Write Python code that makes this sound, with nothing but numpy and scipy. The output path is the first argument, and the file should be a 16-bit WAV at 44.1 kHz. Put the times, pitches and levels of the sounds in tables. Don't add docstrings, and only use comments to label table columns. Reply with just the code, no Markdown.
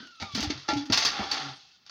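import sys
import numpy as np
from scipy import signal
from scipy.fft import rfft, irfft, next_fast_len
from scipy.io import wavfile
from scipy.ndimage import map_coordinates

SR = 44100
rng = np.random.default_rng(int(sys.argv[2]) if len(sys.argv) > 2 else 0)


def unload_audio(sound):
    columns = np.transpose(np.atleast_2d(sound))
    steps = np.round(np.clip(columns, -1, 1) * 32767)
    wavfile.write(sys.argv[1], SR, steps.astype(np.int16))


def attenuation_scalar(level_db):
    decades = np.asarray(level_db, float) / 20
    return 10 ** decades


N = 83790
T = np.arange(N) / SR

# start in seconds, peak in dB, 60 dB decay in seconds,
# drum share in dB, sharp edge share in dB.
RIM_CONTACTS = [(0.0707, -45, 0.03, -25, 12), (.1575, -60, .06, -20, 3), (0.1995, -36, 0.52, 2.5, 0),
                (0.2165, -39.5, 0.046, 4, 8), (0.2232, -31.5, 0.082, 14.5, 7.5), (.231, -41, 0.051, 7, 7),
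                (0.322, -52, .03, -13, 25), (0.3478, -25, 0.29, -28, 9.5), (0.375, -29.5, 0.19, 9, -10),
                (0.404, -30, 0.2, -25, 13), (0.427, -22, 0.14, -13, 10), (0.501, -32.5, 0.027, -2.5, -22.5),
                (0.5018, -26, 0.21, -4.5, -20.5), (.508, -38.5, 0.07, -11, -28),
                (0.575, -42, 0.18, -16, -8.5), (0.6811, -29.5, 0.13, 2, -4.5),
                (0.6877, -25, 0.37, 6.5, -4.5), (0.735, -25, 0.052, -4.5, 2.5), (0.7677, -31, 0.19, -34, 4),
                (.808, -38, 0.15, -14, -8.5), (0.856, -42.5, 0.15, -24.5, 12), (0.8986, -33, 0.2, 7, -24),
                (0.9222, -17.5, 0.23, -25, 8), (0.925, -18, 0.19, -26, 6), (0.9303, -19, .2, -26, 5.5),
                (0.9736, -16.5, 0.1, -36, 11), (0.978, -23, 0.81, -11, 6), (1.022, -20.5, 0.2, -6, -19),
                (1.049, -16, 0.28, -15.5, 8.5), (1.0865, -20.5, 0.03, -9, -3),
                (1.199, -52.5, 0.26, 33, -17), (1.313, -24, 0.24, -9, 9.5), (1.8635, -44, 0.036, -37, 8),
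                (1.873, -45.5, 0.14, -21, -9), (1.895, -36, 0.09, -4, -25)]
# frequency in Hz, level in dB per Hz.
RASP_COLOUR = [(150, -24), (400, -36), (650, -10), (1100, 0.5), (2000, -2), (4500, 3), (7000, 3.5),
               (10000, -17.5)]
# frequency in Hz, level in dB per Hz.
EDGE_COLOUR = [(3000, -3), (7500, 14), (16000, 18.5)]
# frequency in Hz, level in dB, 60 dB decay in seconds.
DRUM_MODES = [(283, -10, 0.02), (600, -5, 0.03), (790, 0, 0.06), (855, 1, 0.07), (965, -4, .04),
              (1242, -5, 0.025), (1375, -4, 0.03), (1745, -9, .025), (2250, -7, 0.02), (3660, -15, 0.03)]
# start in seconds, peak in dB, pitch in Hz, 60 dB decay in seconds.
WALL_BUMPS = [(.003, -41, 230, 0.12), (0.028, -39, 268, 0.07), (0.053, -47.5, 340, 0.065),
              (.216, -35.5, 93, 0.15), (0.226, -31, 226, 0.074), (0.337, -33, 117.7, 0.23),
              (0.351, -26.5, 249, 0.15), (0.376, -26.5, 210.6, 0.18), (0.395, -23, 262, 0.053),
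              (0.431, -27.5, 297.5, 0.22), (0.412, -32.5, 66.4, 0.14), (0.708, -42, 72.6, 0.26),
              (0.472, -25, 91.6, 0.13), (0.501, -18, 290, 0.042), (0.553, -38.5, 133.7, 0.24),
              (0.689, -22, 331, 0.061), (.7295, -23, 288, 0.5), (.7642, -27, 288, 0.5),
              (0.757, -27, 116, 0.1), (0.899, -15.5, 264, 0.048), (.909, -21.5, 324, 0.031),
              (0.902, -26.5, 98.6, 0.14), (1.05, -40, 276, 0.28), (1.194, -24, 217.4, 0.088),
              (1.208, -25.5, 69.5, 0.034), (1.319, -41, 281, 0.19)]
# frequency in Hz, level in dB, 60 dB decay in seconds.
LID_MODES = [(841, -21, 0.33), (1178, -26, 0.07), (1370, -27, 0.1), (1745, -28, 0.1), (2110, -29, 0.05),
             (3465, -33.5, 0.15)]
# time in seconds, slip rate in Hz, level in dB, second harmonic in dB.
GROAN_PATH = [
    (1.39, 147, -62, -70),
    (1.41, 146, -52, -58),
    (1.446, 142, -47, -44),
    (1.47, 140, -43, -43),
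    (1.498, 138, -47, -58),
    (1.524, 132, -52, -62),
    (1.55, 128, -76, -76),
]
# start in seconds, length in seconds, pitch in Hz.
CHIRP_EVENTS = [(.635, .05, 1340), (.768, .06, 3424), (.77, .04, 4452), (.77, .045, 5523),
                (.815, .025, 1790), (1.56, .2, 2665), (1.79, .075, 2657), (1.73, .035, 1450),
                (1.3135, .007, 4500), (.436, .03, 810), (.25, .03, 3700), (.015, .03, 1290),
                (1.52, .08, 9400), (1.53, .06, 8600), (.155, .015, 9300), (1.8655, .003, 5400)]
CHIRP_LEVELS = [-52, -44, -52, -50, -52.5, -67, -72, -69, -21, -35, -50, -53, -45, -45, -42, -47]
# time in seconds, level in dB, second harmonic in dB, third harmonic in dB,
# unsteadiness from 0 to 1.
WHINE_PATH = [
    (0, -55, -5, -10, .03),
    (.04, -53, -5, -9, .028),
    (.1, -56, -9, -13, .025),
    (.185, -58, -10, -12, .02),
    (.225, -55, -8, -10, .012),
    (.255, -45, -12, -7, .006),
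    (.29, -48, -15, -18, .008),
    (.33, -54, -1, 1, .01),
    (.37, -53, -3, -3, .012),
]
# time in seconds, debris level in dB, fine dust level in dB.
SLIDE_PATH = [(0, -49, -51), (.06, -60, -55.5), (.19, -71, -61), (.3, -73, -52), (.4, -43, -36),
              (.46, -45.5, -40.5), (.49, -45.5, -45), (.67, -56, -51.5), (.88, -54, -55.5),
              (1.1, -39.5, -49.5), (1.2, -35.5, -41.5), (1.305, -41.5, -42.5), (1.33, -34.5, -35),
              (1.39, -35.5, -35.5), (1.5, -44, -45), (1.6, -60.5, -54.5), (1.76, -72, -58.5),
              (1.8, -70.5, -68.5)]
# frequency in Hz, level in dB per Hz.
DEBRIS_COLOUR = [(60, -30), (250, -4), (620, -9.5), (1200, -2), (2500, -4), (5000, -10), (9000, -15.5),
                 (12000, -8.5)]
# frequency in Hz, level in dB per Hz.
DUST_COLOUR = [(1200, -28.5), (2600, -4.5), (4500, -1.5), (7000, -0.5), (12000, -9)]
# frequency in Hz, level in dB, 60 dB decay in seconds.
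CAVITY_MODES = [(288, -10, .06), (775, 0, .06), (850, -1, .06), (1100, -8, .04), (1350, -6, .03)]
# frequency in Hz, 60 dB decay in seconds.
ROOM_DECAY = [(100, 0.33), (6000, 0.07)]
# frequency in Hz, level in dB per Hz.
HUSH_COLOUR = [(40, -3.5), (200, 1), (700, -25.5), (1500, -24), (2600, -15), (5000, -6), (9000, -2.5)]
# frequency in Hz, gain in dB.
MIC_RESPONSE = [(25, -19), (65, -1), (2500, -2), (4600, 1.5), (6300, -9), (7800, -32), (13800, -44.5),
                (15100, -37.5)]

ATTACK_S = .0009


def unit(x):
    return x / np.sqrt(np.mean(x ** 2) + 1e-20)


def along(points, hz):
    f, v = np.transpose(points)
    return np.interp(np.log(hz + 1), np.log(f + 1), v)


def curves(rows):
    s, *columns = np.transpose(rows)
    return [np.interp(T, s, column) for column in columns]


def wobble(rate):
    knots = rng.standard_normal(int(N * 3000 / SR) + 4)
    return map_coordinates(knots, [T * min(rate, 2900)])


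def within(start, length, soft):
    return np.clip(np.minimum(T - start, start + length - T) / soft, 0, 1)


def dying(start, t60, attack):
    t = np.maximum(T - start, 0)
    return (1 - np.exp(-t / attack)) * attenuation_scalar(-60 * t / t60)


def grit(fine_db, clump_db):
    return unit(rng.standard_normal(N) * attenuation_scalar(fine_db * wobble(1200) + clump_db * wobble(110)))


def filtered(x, response, keep=True):
    size = next_fast_len(N + SR // 2)
    gain = response(np.fft.rfftfreq(size, 1 / SR))
    level = np.sqrt(np.mean(abs(gain) ** 2)) if keep else 1
    return irfft(rfft(x, size) * gain / level, size)[:N]


def coloured(x, spectrum, keep=True):
    def response(hz):
        cepstrum = irfft(np.log(attenuation_scalar(along(spectrum, hz)) + 1e-6))
        half = len(cepstrum) // 2
        cepstrum[1:half] *= 2
        cepstrum[half + 1:] = 0
        return np.exp(rfft(cepstrum))
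    return filtered(x, response, keep)


def resonate(x, modes):
    def response(hz):
        total = 0
        for k, (centre, db, t60) in enumerate(modes):
            damping = 1j * hz * np.log(1000) / np.pi / t60
            total = total + (-1) ** k * attenuation_scalar(db) * damping / (centre ** 2 - hz ** 2 + damping)
        return total
    return filtered(x, response)


def scrape_drive(source, share_db, faster, crack_db):
    power = 0
    for (start, db, t60, *_), share in zip(RIM_CONTACTS, share_db):
        rasp = dying(start, t60 * faster, ATTACK_S)
        crack = dying(start, .012, ATTACK_S / 8)
        power = power + (attenuation_scalar(share) * attenuation_scalar(db - 2) * (rasp + attenuation_scalar(crack_db) * crack)) ** 2
    return source * np.sqrt(power)


def scrapes():
    _, _, _, drum_db, edge_db = np.transpose(RIM_CONTACTS)
    coarse = grit(fine_db=2, clump_db=1.5)
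    hissy = grit(fine_db=.8, clump_db=1)
    rim = coloured(scrape_drive(coarse, 0 * drum_db, .84, crack_db=-3), RASP_COLOUR)
    body = resonate(scrape_drive(coarse, drum_db, .72, crack_db=-3), DRUM_MODES)
    edge = coloured(scrape_drive(hissy, edge_db, .6, crack_db=-9), EDGE_COLOUR)
    return rim + attenuation_scalar(-8) * body + attenuation_scalar(5) * edge


def hollow(x):
    length_s = .02
    t = np.arange(round(length_s * SR)) / SR
    echo = rng.standard_normal(len(t)) * attenuation_scalar(-30 * t / length_s)
    return x + attenuation_scalar(-10) * signal.fftconvolve(x, echo / np.linalg.norm(echo))[:N]


def bumps():
    drift = .45 * wobble(45)
    return sum(attenuation_scalar(db) * dying(start, t60, .00067) * np.sin(2 * np.pi * hz * (T - start) + drift)
               for start, db, hz, t60 in WALL_BUMPS)


def lid_ring():
    ring = 0
    for hz, db, t60 in LID_MODES:
        level = attenuation_scalar(db + 1.5 * wobble(60)) * dying(.685, t60, 2 * ATTACK_S)
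        ring = ring + level * np.sin(2 * np.pi * hz * T + .7 * wobble(90))
    return ring


def groan():
    hz, db, second_db = curves(GROAN_PATH)
    turn = 2 * np.pi * np.cumsum(hz) / SR
    tone = attenuation_scalar(db + 3) * np.sin(turn) + attenuation_scalar(second_db + 3) * np.sin(2 * turn + 1.3)
    return tone * within(1.39, .16, .01)


def chirps():
    total = 0
    for (start, length, hz), db in zip(CHIRP_EVENTS, CHIRP_LEVELS):
        level = attenuation_scalar(db + 2.5 * wobble(120)) * within(start, length, .2 * length)
        total = total + level * np.sin(2 * np.pi * hz * T + .7 * wobble(150))
    return total


def whine():
    db, second_db, third_db, shaky = curves(WHINE_PATH)
    hz = 1578 * np.exp(-.98 * T) * (1 + shaky * wobble(300))
    turn = 2 * np.pi * np.cumsum(hz) / SR
    tone = sum(attenuation_scalar(db + 4 + over_db + 2 * wobble(90)) * np.sin(k * turn)
               for k, over_db in ((1, 0), (2, second_db), (3, third_db)))
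    return tone * within(-.1, .5, .04)


def slide():
    level_db, dust_db = curves(SLIDE_PATH)
    debris = grit(fine_db=2.2, clump_db=1) * attenuation_scalar(level_db + 4)
    air_db = level_db + 4 + .15 * (level_db - level_db.max())
    air = grit(fine_db=1, clump_db=1.5) * attenuation_scalar(air_db) * within(.6, 2, .3)
    dust = grit(fine_db=2, clump_db=1.2) * attenuation_scalar(dust_db + 4)
    return coloured(debris, DEBRIS_COLOUR) + attenuation_scalar(-5.5) * resonate(air, CAVITY_MODES) + coloured(dust, DUST_COLOUR)


def room(x):
    block, delay = 8192, 300
    out = np.zeros(N + SR)
    for start in range(0, N, block):
        hz, t, z = signal.stft(rng.standard_normal(SR // 2), SR, nperseg=256)
        decay = attenuation_scalar(-60 * t / along(ROOM_DECAY, hz)[:, None])
        tail = signal.istft(z * decay, SR, nperseg=256)[1]
        part = signal.fftconvolve(x[start:start + block], tail / np.linalg.norm(tail))
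        out[start + delay:][:len(part)] += part
    return out[:N]


def hush():
    return attenuation_scalar(-59) * coloured(rng.standard_normal(N), HUSH_COLOUR)


def scene():
    rim = hollow(scrapes())
    notes = bumps() + lid_ring() + groan() + chirps() + whine()
    far = attenuation_scalar(-8) * room(rim + attenuation_scalar(-6) * notes)
    return (rim + notes + far + hollow(slide()) + hush())[None]


def low_pass(x):
    return signal.sosfilt(signal.butter(12, 16800, fs=SR, output="sos"), x)


def record(dry):
    hiss = filtered(rng.standard_normal(N), lambda hz: np.exp(-((hz - 15200) / 800) ** 2))
    heard = coloured(dry[0], MIC_RESPONSE, keep=False)
    heard = heard + attenuation_scalar(-91) * hiss + attenuation_scalar(-96) * rng.standard_normal(N)
    heard = filtered(heard, lambda hz: attenuation_scalar(-34 * (hz > 15950)), keep=False)
    return low_pass(heard[None])


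dry = scene()
out = record(dry)
unload_audio(out)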